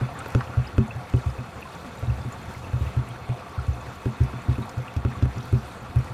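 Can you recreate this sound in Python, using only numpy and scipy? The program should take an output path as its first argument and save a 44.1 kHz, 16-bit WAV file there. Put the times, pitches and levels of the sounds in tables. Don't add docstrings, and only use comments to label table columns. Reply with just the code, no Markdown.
import sys
import numpy as np
from scipy import signal
from scipy.io import wavfile

SR = 44100
rng = np.random.default_rng(int(sys.argv[2]) if len(sys.argv) > 2 else 0)


def bounce(signal):
    frames = np.transpose(np.atleast_2d(signal))
    limited = np.clip(frames, -1, 1)
    pcm = np.round(limited * 32767).astype(np.int16)
    wavfile.write(sys.argv[1], SR, pcm)


def linear_from_db(decibels):
    return 10 ** (np.asarray(decibels, float) / 20)


N = 270333
SLAP_LEAD_S = 0.0008


def unit(x):
    return x / np.sqrt(np.mean(x ** 2) + 1e-20)


def drift(rate_hz):
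    step = 40
    r = np.exp(-2 * np.pi * step * rate_hz / SR)
    white = rng.standard_normal(N // step + 2002)
    slow = signal.lfilter([1], [1, -2 * r, r * r], white)[2000:]
    return np.interp(np.arange(N) / step, np.arange(len(slow)), unit(slow))


def ring(clicks, hz, t60_s):
    r = linear_from_db(-60 / (t60_s * SR))
    w = 2 * np.pi * hz / SR
    return signal.lfilter([0, np.sin(w)], [1, -2 * r * np.cos(w), r * r], clicks + 1e-18)


def bandpass(x, order, low_hz, high_hz):
    return signal.sosfilt(signal.butter(order, [low_hz, high_hz], "band", fs=SR, output="sos"), x)


def clicks_at(times_s, sizes):
    out = np.zeros(N)
    places = np.clip((np.asarray(times_s) * SR).astype(int), 0, N - 1)
    np.add.at(out, places, sizes)
    return out


def grains(per_s, spread_db):
    sizes_db = spread_db * np.minimum(rng.exponential(1, N), 5)
    signs = rng.choice([-1, 1], N)
    return linear_from_db(sizes_db) * signs * (rng.random(N) < per_s / SR)


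def soften(x, seconds):
    r = np.exp(-1 / (seconds * SR))
    return signal.lfilter([1 - r], [1, -r], x)


# (relative, per Hz)
WATER_COLOUR = [(88, -30), (150, 1.5), (331, -7.5), (507, -6.5), (603, -18), (704, -6), (997, -7.5),
                (1140, -11), (1710, -13.5), (2570, -17.5), (3060, -39), (3500, -25.5), (4960, -35.5),
                (12300, -44.5), (15200, -52.5)]


def colour_db(hz):
    pitch_hz, level_db = np.transpose(WATER_COLOUR)
    return np.interp(np.log(hz), np.log(pitch_hz), level_db)


def wash(slosh_db, spray_db, patchy_db):
    treble_calm = 0.29
    edges_hz = 150 * 2 ** np.arange(0, 6.8, 1 / 3)
    white = rng.standard_normal((2, N))
    together = drift(14)
    low, high = 0, 0
    for k, (low_hz, high_hz) in enumerate(zip(edges_hz, edges_hz[1:])):
        band = bandpass(white[k % 2], 2, low_hz, high_hz)
        octaves_up = np.log2(low_hz / 2000)
        patchiness = 1 - treble_calm * np.clip(octaves_up / 2, 0, 1)
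        waver_db = patchiness * patchy_db * (0.51 * together + drift(14.4))
        band = band * linear_from_db(colour_db(np.sqrt(low_hz * high_hz)) + waver_db)
        share = np.clip(octaves_up / 1.67, 0, 1)
        low = low + (1 - share) * band
        high = high + share * band
    return linear_from_db(slosh_db - 2) * unit(low) + linear_from_db(spray_db - 2) * unit(high)


def bubbles(low_hz, high_hz, per_s, cycles, spread_db, clump_db, count):
    pops = grains(per_s * linear_from_db(clump_db * drift(10)), spread_db)
    dealt = rng.integers(0, count, N)
    total = 0
    for k, hz in enumerate(np.geomspace(low_hz, high_hz, count)):
        total = total + linear_from_db(colour_db(hz)) * hz * ring(pops * (dealt == k), hz, cycles / hz)
    return unit(total)


def spatter(spray_db):
    snaps = np.abs(grains(30 * linear_from_db(1.6 * drift(6.5)), spread_db=2.0))
    decay = np.exp(-1 / (0.0031 * SR))
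    bursts = signal.lfilter([1], [1, -decay], snaps) * rng.standard_normal(N)
    return linear_from_db(spray_db - 10.5) * unit(bandpass(bursts, 1, 2500, 7000))


# pitch_hz, width_hz, level_db (before a waver and the swell of the slosh)
CAVITY_MODES = [(514.4, 29, -53.5), (713.6, 67, -50.5), (1135.4, 52, -52), (1354, 144, -51.5),
                (2567, 97, -59), (3497, 120, -64), (908, 51, -57), (5990, 150, -71.5), (7080, 130, -73.5)]


def cavity(slosh_db):
    swell = linear_from_db(slosh_db - np.mean(slosh_db))
    total = 0
    for hz, width_hz, level_db in CAVITY_MODES:
        noise = unit(ring(rng.standard_normal(N), hz, 2.3 / width_hz))
        total = total + linear_from_db(level_db + 2.44 * drift(16.6)) * noise
    return swell * total


def water():
    surge_db, surge_end_s, surge_fade_s = 3, 0.35, 0.38
    t = np.arange(N) / SR
    wave_db = surge_db * np.clip(1 - (t - surge_end_s) / surge_fade_s, 0, 1)
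    slosh_db = -41.5 + wave_db
    spray_db = -57.5 + wave_db + 1.2 * drift(1.7)
    gurgle = bubbles(411, 2820, per_s=500, cycles=12.3, spread_db=1.0, clump_db=2.5, count=14)
    fizz = bubbles(2900, 16100, per_s=970, cycles=65.0, spread_db=3.0, clump_db=1.3, count=14)
    bubbling = linear_from_db(slosh_db - 10.0) * gurgle + linear_from_db(spray_db - 5.5) * fizz
    return wash(slosh_db, spray_db, patchy_db=2.5) + bubbling + spatter(spray_db) + cavity(slosh_db)


# pitch_hz, level_db (rms, before a slow waver)
DRIVE_TONES = [(2200, -68), (3200, -72), (3535, -79), (4079, -79), (4177, -82), (4225, -75), (4275, -71),
               (4324, -79), (4373, -76), (4472, -82), (8061, -86), (8256, -84), (8305, -86), (8451, -87)]


def motor():
    t = np.arange(N) / SR
    total = 0
    for hz, level_db in DRIVE_TONES:
        tone = np.sin(2 * np.pi * (hz * t + rng.random()))
        total = total + np.sqrt(2) * linear_from_db(level_db + 2 * drift(1.6)) * tone
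    return total


# start_s, weight_db (on the cabinet), boom_db (drum), knock_db (panels), slap_db
FALLS = [(0.0112, -31, -11, -18.5, -40), (0.14, -29, -37, -42, -66), (0.2616, -37, -29.5, -50, -36.5),
         (0.3500, -6, -8, -10.5, -27.5), (0.5722, -4, -9, -42, -42), (0.7820, -2, -9.5, -6, -30.5),
         (0.954, -28, -20.5, -50, -47), (1.139, -3, -8.5, -15, -36), (1.2621, -5.5, -18.5, -32, -45),
         (1.3835, -23, -21, -23.5, -50), (1.8478, -55, -58, -24, -49), (2.027, -12, -22, -29, -43.5),
         (2.076, -12, -17.5, -34, -52), (2.094, -5.5, -15.5, -38, -60), (2.2499, -31, -19, -21.5, -62),
         (2.733, -7.5, -14, -50, -44), (2.8091, -6, -19.5, -31, -60), (2.864, -11, -26, -46, -63),
         (2.9665, -8.5, -10.5, -26.5, -49), (3.0935, -50, -24.5, -40, -51), (3.292, -17, -13, -25, -43.5),
         (3.578, -9.5, -21, -38, -57), (3.6821, -3.5, -21.5, -50, -60), (3.861, -50, -24, -50, -60),
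         (4.0576, -12, -13.5, -14.5, -38.5), (4.2058, -1.5, -9, -19.5, -60),
         (4.3351, -25, -22.5, -25.5, -45), (4.4853, -4, -10, -18.5, -58), (4.5827, -16, -18, -15, -41),
         (4.7715, -14, -16, -32, -49), (4.9651, -5.5, -22, -22, -43), (5.0507, -5, -14.5, -13.5, -36.5),
         (5.2254, -2.5, -10, -14, -44), (5.256, -15, -24, -25.5, -39.5), (5.3674, -24, -18, -22, -47),
         (5.5279, -4, -7, -13.5, -42.5), (5.815, -35, -32.5, -45, -58), (5.9603, -4, -8, -27, -42.5),
         (6.098, -45, -22, -45.5, -62)]


def falls_by_group():
    start_s, weight_db, boom_db, knock_db, slap_db = np.transpose(FALLS)
    hardness_db = np.maximum(slap_db - weight_db + 41, 0)
    sway_db = weight_db - 3.5 - 0.91 * hardness_db
    return np.transpose([start_s, sway_db, weight_db, boom_db, knock_db, slap_db])


# start_s, level_db (rms)
TUMBLING = [(0.0, -34.5), (0.31, -44), (0.78, -38.5), (1.3, -47), (1.4, -54), (1.6, -41.5), (1.89, -45),
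            (2.18, -37), (2.54, -42), (2.9, -40.5), (3.11, -42.5), (3.64, -47), (3.76, -34.5),
            (4.06, -47.5), (4.59, -39), (4.86, -44.5), (5.25, -40), (5.8, -41), (6.13, -38.5)]
# group (0 tub sway, 1 cabinet, 2 drum, 3 panels), pitch_hz, level_db (relative),
# t60_s, swing (direction of the first swing, +1 or -1)
BODY_MODES = [(0, 65.1, -10, 0.27, 1), (1, 89.8, -6.5, 0.075, -1), (2, 118.8, 1, 0.13, -1),
              (2, 130.1, 0, 0.14, 1), (3, 169, -21, 0.24, 1), (3, 218.9, -12.5, 0.23, 1),
              (3, 238, 4, 0.027, -1), (3, 246.3, -15.5, 0.2, 1), (3, 382.3, -17.5, 0.16, 1),
              (3, 209.4, -19.5, 0.16, -1), (3, 302, -15.5, 0.071, 1)]


def drum():
    tumbling_db = np.interp(np.arange(N) / SR, *np.transpose(TUMBLING))
    rows = falls_by_group()
    start_s = rows[:, 0]
    tumbles = unit(grains(90 * linear_from_db(4 * drift(5.5)), spread_db=3.5)) + linear_from_db(-5.5) * rng.standard_normal(N)
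    settling = clicks_at(start_s + 0.0068, SR * 0.046 * linear_from_db(rows[:, 3]))
    settling = soften(settling, 0.023) * grains(250, spread_db=2.5)
    uneven_db = 3.7 * rng.standard_normal((len(rows), len(BODY_MODES)))
    falls, rumble, ragged = 0, 0, 0
    for (group, hz, level_db, t60_s, swing), chance_db in zip(BODY_MODES, uneven_db.T):
        group = int(round(group))
        gain = np.sign(swing) * linear_from_db(level_db)
        blow_db = rows[:, 1 + group]
        if group == 3 and t60_s > 0.05:
            blow_db = blow_db + chance_db
        falls = falls + gain * ring(clicks_at(start_s, linear_from_db(blow_db)), hz, t60_s)
        rumble = rumble + gain * linear_from_db([-2, 7, -1.5, -3.5][group]) * ring(tumbles, hz, t60_s)
        if group == 3:
            ragged = ragged + gain * ring(settling, hz, t60_s)
    return soften(falls + linear_from_db(-29.5) * ragged, 0.00013) + linear_from_db(tumbling_db) * unit(rumble)


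# pitch_hz, level_db (relative), t60_s
DOOR_MODES = [(470, 11.5, 0.026), (550, 4, 0.044), (1400, 7, 0.012), (2100, -1.5, 0.0072),
              (2540, -7, 0.037)]


def slaps():
    rows = falls_by_group()
    edge = clicks_at(rows[:, 0] - SLAP_LEAD_S, linear_from_db(rows[:, 5]))
    rough = soften(edge, 0.0032) * 0.0015 * SR * rng.standard_normal(N)
    crack = bandpass(rough, 2, 700, 3500)
    flex = -linear_from_db(17.5) * ring(edge, hz=423, t60_s=0.011)
    door = sum(linear_from_db(level_db) * ring(edge, hz, t60_s) for hz, level_db, t60_s in DOOR_MODES)
    return flex + linear_from_db(5) * crack + linear_from_db(1.5) * door


def burst(times_s, level_db, seconds, low_hz, high_hz):
    fading = soften(clicks_at(times_s, linear_from_db(level_db)), seconds) * seconds * SR
    return bandpass(fading * rng.standard_normal(N), 2, low_hz, high_hz)


def smacks():
    rows = falls_by_group()
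    return burst(rows[:, 0] - SLAP_LEAD_S, rows[:, 5] - 9, seconds=0.0034, low_hz=3500, high_hz=8000)


# start_s, level_db, pitch_hz, width (about octaves)
CLEAR_TICKS = [(0.189, -33.5, 8600, 0.42), (0.194, -33, 775, 0.05), (0.203, -34, 2660, 0.57),
               (0.211, -28.5, 1320, 0.3), (0.258, -35, 1400, 1), (0.282, -41, 13980, 0.05),
               (0.405, -34, 2920, 1.6), (0.407, -21.5, 1316, 0.75), (0.409, -40, 5100, 1.5),
               (0.473, -37, 2610, 0.44), (0.671, -35.5, 4970, 0.1), (0.879, -44, 7070, 0.32),
               (0.907, -28.5, 2610, 0.057), (1.163, -46, 8700, 0.08), (1.171, -41, 2970, 0.05),
               (1.3, -43, 5000, 0.28), (1.387, -35.5, 2540, 0.05), (1.612, -46, 13020, 0.08),
               (1.622, -29.5, 2610, 0.07), (1.654, -31, 1040, 0.055), (1.75, -45, 6720, 0.3),
               (1.973, -44, 7070, 0.05), (2.1, -35, 2620, 0.05), (2.214, -44, 4760, 0.17),
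               (2.32, -47, 10980, 0.2), (2.326, -38, 7080, 0.05), (2.547, -36, 2100, 0.08),
               (2.864, -35, 2650, 0.046), (3.074, -40, 2680, 0.29), (3.087, -43, 9700, 0.7),
               (3.108, -39, 3240, 0.48), (3.297, -37.5, 2480, 0.45), (3.39, -40, 2560, 0.08),
               (3.589, -29, 1320, 0.091), (3.732, -44, 6230, 0.05), (3.809, -45, 6960, 0.05),
               (4.235, -47, 10610, 0.32), (4.235, -43, 5640, 0.41), (4.555, -35, 2540, 0.2),
               (4.625, -41, 3800, 0.063), (4.655, -49, 10680, 0.2), (4.693, -54, 13100, 0.7),
               (4.693, -37, 6930, 0.76), (4.88, -32, 2650, 0.08), (4.964, -36, 5650, 1.9),
               (5.224, -36.5, 4970, 1.2), (5.381, -38.5, 5800, 0.39), (5.405, -40, 3830, 0.59),
               (5.427, -43, 5670, 0.22), (5.253, -49, 10800, 0.1), (5.454, -50, 13390, 0.37),
               (5.525, -45, 10900, 0.64), (5.958, -45, 11040, 0.88), (5.987, -47, 10550, 0.18),
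               (5.989, -44, 5670, 0.05)]
# pitch_hz, level_db (both varied a little tick by tick)
FAINT_MODES = [(2620, -39), (4800, -54), (5750, -53), (7080, -49), (8800, -57), (10900, -59), (13400, -51)]


def all_ticks():
    when, which, size, bend = rng.random((36, 4)).T
    hz, level_db = np.array(FAINT_MODES)[(which * len(FAINT_MODES)).astype(int)].T
    level_db = level_db + 7.8 * (size - 0.5)
    hz = hz * (1 + 0.036 * (bend - 0.5))
    faint = np.transpose([when * N / SR, level_db, hz, 0.22 * bend])
    return [(s, db, hz, 0.017 + 32 / hz, width) for s, db, hz, width in [*CLEAR_TICKS, *faint]]


def ticks():
    length, count = 2400, 12
    out = np.zeros(N + length)
    t = np.arange(length) / SR
    rows = all_ticks()
    chance = rng.random((len(rows), 2, count, 1))
    places = np.linspace(-0.5, 0.5, count)[:, None]
    for (start_s, level_db, hz, t60_s, width), (jitter, phase) in zip(rows, chance):
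        octaves = (1.305 * width + 0.071) * (places + (jitter - 0.5) / count)
        ratios = 2 ** octaves
        partial_hz = np.minimum(hz * ratios, 0.36 * SR)
        partials = np.sin(2 * np.pi * (partial_hz * t + phase)) / ratios
        splash = linear_from_db(-12.5 - 60 * t / (1.1 * t60_s + 0.0051)) * partials.sum(axis=0)
        tone = linear_from_db(-60 * t / max(t60_s, 0.005)) * np.sin(2 * np.pi * hz * t) / (1 + 0.59 * width)
        swell = 1 - np.exp(-t / (0.0004 + 1.5 / hz))
        tick = swell * (tone + splash)
        size = np.sqrt(np.sum(tick ** 2) / (t60_s * SR / 30))
        first = int(start_s * SR)
        out[first:first + length] += linear_from_db(level_db) * tick / size
    return out[:N]


def scene():
    mix = water() + motor() + drum() + slaps() + smacks() + ticks()
    return mix[None]


def roll_off(x):
    return signal.sosfilt(signal.butter(12, 15360, fs=SR, output="sos"), x)


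def record(dry):
    thin = signal.sosfilt(signal.butter(2, 33, "high", fs=SR, output="sos"), dry)
    return roll_off(thin)


dry = scene()
out = record(dry)
bounce(out)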